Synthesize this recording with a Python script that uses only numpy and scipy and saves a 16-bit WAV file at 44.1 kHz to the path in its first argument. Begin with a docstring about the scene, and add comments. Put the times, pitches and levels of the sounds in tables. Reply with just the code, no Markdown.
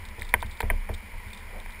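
"""On a wooden bridge over river rapids, loose planks knock a few times close to a camera in a closed case.
Each knock clacks in the case and rings the wood; the heavier blows shake the camera's mount.
Small dry ticks and a soft scuff fall in between, over the steady rush of the water, muffled by the case.
The recorder holds each sample at a low rate, which mirrors the sound faintly into the treble."""
import sys
import numpy as np
from scipy.fft import rfft, irfft, next_fast_len
from scipy.io import wavfile
from scipy.ndimage import map_coordinates

SR = 44100
rng = np.random.default_rng(int(sys.argv[2]) if len(sys.argv) > 2 else 0)


def log_audio(samples):
    """Write samples as a 16-bit WAV file to the path given in sys.argv[1]."""
    # one column per channel
    frames = np.atleast_2d(samples).T
    # limit to full scale, then quantise
    limited = np.clip(frames, -1, 1)
    pcm = np.round(limited * 32767).astype(np.int16)
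    wavfile.write(sys.argv[1], SR, pcm)


N = 79380


def amp(db):
    """Decibels to gain."""
    return 10 ** (np.asarray(db) / 20)


def unit(x):
    """Scale to rms 1."""
    return x / np.sqrt(np.mean(x ** 2) + 1e-20)


def along(points, hz):
    """Read (Hz, value) points on a log axis."""
    f, v = np.transpose(points)
    return np.interp(np.log(hz + 1), np.log(f + 1), v)


def filtered(x, response):
    """x times a response of frequency."""
    m = next_fast_len(N + 8192)
    return irfft(rfft(x, m) * response(np.fft.rfftfreq(m, 1 / SR)), m)[:N]


def noise(colour):
    """Noise of rms 1 with the given spectrum."""
    return unit(filtered(rng.standard_normal(N), lambda hz: amp(along(colour, hz))))


def wobble(rate):
    """A smooth random curve, rate knots a second."""
    return map_coordinates(rng.standard_normal(int(N * rate / SR) + 4), [np.arange(N) * rate / SR])


def since(s):
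    """Seconds since s, zero before it."""
    return np.maximum(np.arange(N) / SR - s, 0)


def struck(s, attack, t60):
    """Envelope of a blow at s: quick rise, exponential fall."""
    t = since(s)
    return (1 - np.exp(-(t / attack) ** 2)) * np.exp(-np.log(1000) * t / t60)


def ring(s, hz, attack, t60):
    """One mode struck at s."""
    return np.sin(2 * np.pi * hz * since(s)) * struck(s, attack, t60)


def river():
    """A steady bed of rushing rapids, heard through the resonances of the case."""
    # muffled water (frequency [Hz], relative level [dB])
    colour = [(100, -32), (160, -7), (205, 5), (270, -12.5), (450, -7), (720, -11.5), (990, -1),
              (1180, -10.5), (1700, -7), (2100, 0.5), (2420, -0.5), (2650, -14.5), (3000, -12),
              (3700, -19.5), (5000, -21), (5700, -26), (6000, -46)]
    return amp(-46) * noise(colour)


def mount_rumble():
    """The mount never stands quite still: a deep rumble that slowly settles."""
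    # tremble of the mount (frequency [Hz], relative level [dB])
    colour = [(10, -16), (27, 7.5), (45, -11), (78, -3.5), (105, -18), (135, -29), (300, -98)]
    start_db, fall_db_per_s, swing_db = -37.5, 1.5, 0.5
    level_db = start_db - fall_db_per_s * since(0) + swing_db * wobble(10.6)
    return amp(level_db) * noise(colour)


def scuff():
    """One soft, dull rub that swells and fades."""
    # rubbing noise (frequency [Hz], relative level [dB])
    colour = [(150, -15), (450, 1.5), (680, 6.5), (1200, -12), (2500, -13), (5000, -42)]
    peak_s, width_s = 1.561, 0.039
    swell = np.exp(-0.5 * ((since(0) - peak_s) / width_s) ** 2)
    return amp(-46.5) * noise(colour) * swell


def dry_ticks():
    """Small bright contacts, each a short gritty burst."""
    # light contacts (time [s], level [dB], t60 [s])
    ticks = [(0.052, -43, 0.035), (0.086, -44, 0.035), (0.1953, -38, 0.021), (.212, -42, 0.045),
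             (.228, -41.5, 0.031), (.246, -48, 0.099), (.29, -41, .05), (0.3395, -21, 0.01),
             (.402, -44.5, 0.052), (0.4209, -35, 0.022), (0.461, -42.5, 0.025), (0.51, -43, 0.11),
             (0.572, -48, 0.033), (0.6028, -33.5, 0.035), (.618, -43, 0.024), (0.939, -39, 0.033),
             (0.944, -38, 0.022), (1.281, -51, 0.045), (1.303, -47, 0.026), (1.332, -33, 0.024),
             (1.345, -45, 0.046), (1.374, -47, 0.11), (1.601, -37, 0.0091), (1.705, -35.5, .014),
             (1.72, -46, 0.038)]
    # bright tick noise (frequency [Hz], relative level [dB])
    colour = [(500, -38), (2900, -10.5), (3600, 7.5), (4100, -4), (5000, -8), (5900, -18)]
    grain_db, grains_per_s = 4, 900
    grit = unit(noise(colour) * amp(grain_db * wobble(grains_per_s)))
    return grit * sum(amp(db) * struck(s, attack=0.00036, t60=t60) for s, db, t60 in ticks)


def mount_jolts():
    """Each jolt sets the mount swaying, with a low thud just behind."""
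    # jolts of the mount (time [s], thud level [dB], sway level [dB])
    jolts = [(0.073, -34.5, -56.5), (.178, -30.5, -52), (0.343, -27, -58), (.438, -25.5, -63),
             (0.6304, -20.5, -20), (0.702, -23.5, -19), (.893, -22, -34), (1.144, -36.5, -35.5),
             (1.255, -30.5, -45), (1.494, -42, -38)]
    # modes of the thud (frequency [Hz], relative level [dB], t60 [s])
    modes = [(67.3, 1, 0.24), (86.4, -3.5, 0.23), (212.3, -13.5, 0.23)]
    attack_s, thud_lag_s = 0.0074, 0.0053
    out = np.zeros(N)
    for s, thud_db, sway_db in jolts:
        out += sum(amp(thud_db + db) * ring(s + thud_lag_s, hz, attack_s, t60) for hz, db, t60 in modes)
        out += amp(sway_db) * ring(s, hz=27.97, attack=attack_s, t60=0.62)
    return out


def case_clack(s, hz):
    """The case answers a contact at time s with a few cycles of one resonance under a smooth swell."""
    t, duration_s = since(s), 0.003
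    swell = np.sin(np.pi * np.minimum(t / duration_s, 1)) ** 2
    return np.sin(2 * np.pi * hz * t) * swell


def plank_knocks():
    """Loose planks clack in the case, then ring; bending waves bring the low modes after the high ones."""
    # blows of the planks (time [s], clack level [dB], low level [dB], mid level [dB], high level [dB],
    # ring length [factor], lag scale of the low modes [s])
    knocks = [(0.1801, -62, -35.5, -81, -64, 1.8, 0.00044), (0.2199, -20, -56, -44, -53, 0.73, 0.00019),
              (.3391, -2.5, -18.5, -9, -12.5, 0.95, 0.000062), (0.426, -28, -33, -19, -26, 0.86, 0.00011),
              (0.6041, -18, -31, -16, -19, 0.73, 0.0006), (0.6284, -27, -25.5, -25.5, -41, 1.19, 0.00076),
              (.7005, -11, -22, -24, -20.5, 1.07, 0.0029), (.8902, -30.5, -25, -29.5, -36.5, 1.17, 0.0015),
              (1.139, -43, -46, -41, -54, 0.74, 0.00044), (1.66, -33.5, -53, -33.5, -37, 0.56, 0.00035),
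              (1.693, -37, -62, -37.5, -37, 1.16, 0.00024)]
    # plank modes (frequency [Hz], relative level [dB], base t60 [s])
    modes = [(356, -13, 0.048), (443.7, -2.5, 0.044), (642, -1.5, 0.0335), (774, -8.5, .03),
             (956, 1.5, 0.022), (1177, -6.5, 0.012), (1564, -9, 0.054), (1786, -2.5, 0.02),
             (1997, -0.5, 0.02), (2323, -2.5, 0.026), (3123, -13, 0.024), (3370, -14.5, 0.012)]
    # contact noise (frequency [Hz], relative level [dB])
    crack_colour = [(100, -37), (350, -18), (900, 13.5), (1300, -10), (2000, 10.5), (2450, -10), (2700, -3),
                    (3100, -27), (4000, -17), (5900, -36)]
    # after-ring of the deck (frequency [Hz], relative level [dB])
    tail_colour = [(120, -11.5), (260, -4), (420, -0.5), (800, -6.5), (1400, -16.5), (2400, -19),
                   (4000, -37)]
    low_hz, mid_hz, high_hz = 556, 996, 1730
    attack_s, ring_delay_s, scatter_db = 0.00065, 0.0022, 2
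    crack, tail = noise(crack_colour), noise(tail_colour)
    out = np.zeros(N)
    for s, clack_db, low_db, mid_db, high_db, length, lag in knocks:
        force = [(low_hz, low_db), (mid_hz, mid_db), (high_hz, high_db)]
        ring_start = s + ring_delay_s
        for hz, db, t60 in modes:
            arrival = ring_start + lag * max(np.sqrt(high_hz / hz) - 1, 0)
            level_db = db + along(force, hz) + scatter_db * rng.normal()
            out += amp(level_db) * ring(arrival, hz, attack_s, t60 * length)
        out += amp(clack_db) * case_clack(s, hz=2031)
        out += amp(mid_db - 1) * case_clack(s, hz=858)
        out += amp(high_db - 3) * crack * struck(s, attack_s, t60=0.019 * length)
        out += amp(low_db - 12.5) * tail * struck(ring_start + lag, attack_s, t60=0.14 * length ** 2)
    return out


def scene():
    """The knocks and small contacts over the bed of river and rumble, in mono."""
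    return (plank_knocks() + mount_jolts() + dry_ticks() + scuff() + river() + mount_rumble())[None]


def record(dry):
    """Sample and hold mirrors the sound about the hold rate; a low-pass ends the band."""
    # treble response of the recorder (frequency [Hz], gain [dB])
    treble = [(12000, -1), (14300, 1), (15200, -4.5), (15700, -2)]
    hold_hz, top_hz = 12000, 15700
    base = filtered(dry[0], lambda hz: hz < hold_hz / 2)
    images = base * 2 * np.cos(2 * np.pi * hold_hz * since(0))
    # the hold fades the images to nothing at its own rate
    mirror = filtered(images, lambda hz: (hold_hz - hz) / np.maximum(hz, hold_hz / 2))
    return filtered(base + mirror, lambda hz: amp(along(treble, hz)) * (hz < top_hz))[None]


dry = scene()
out = record(dry)
log_audio(out)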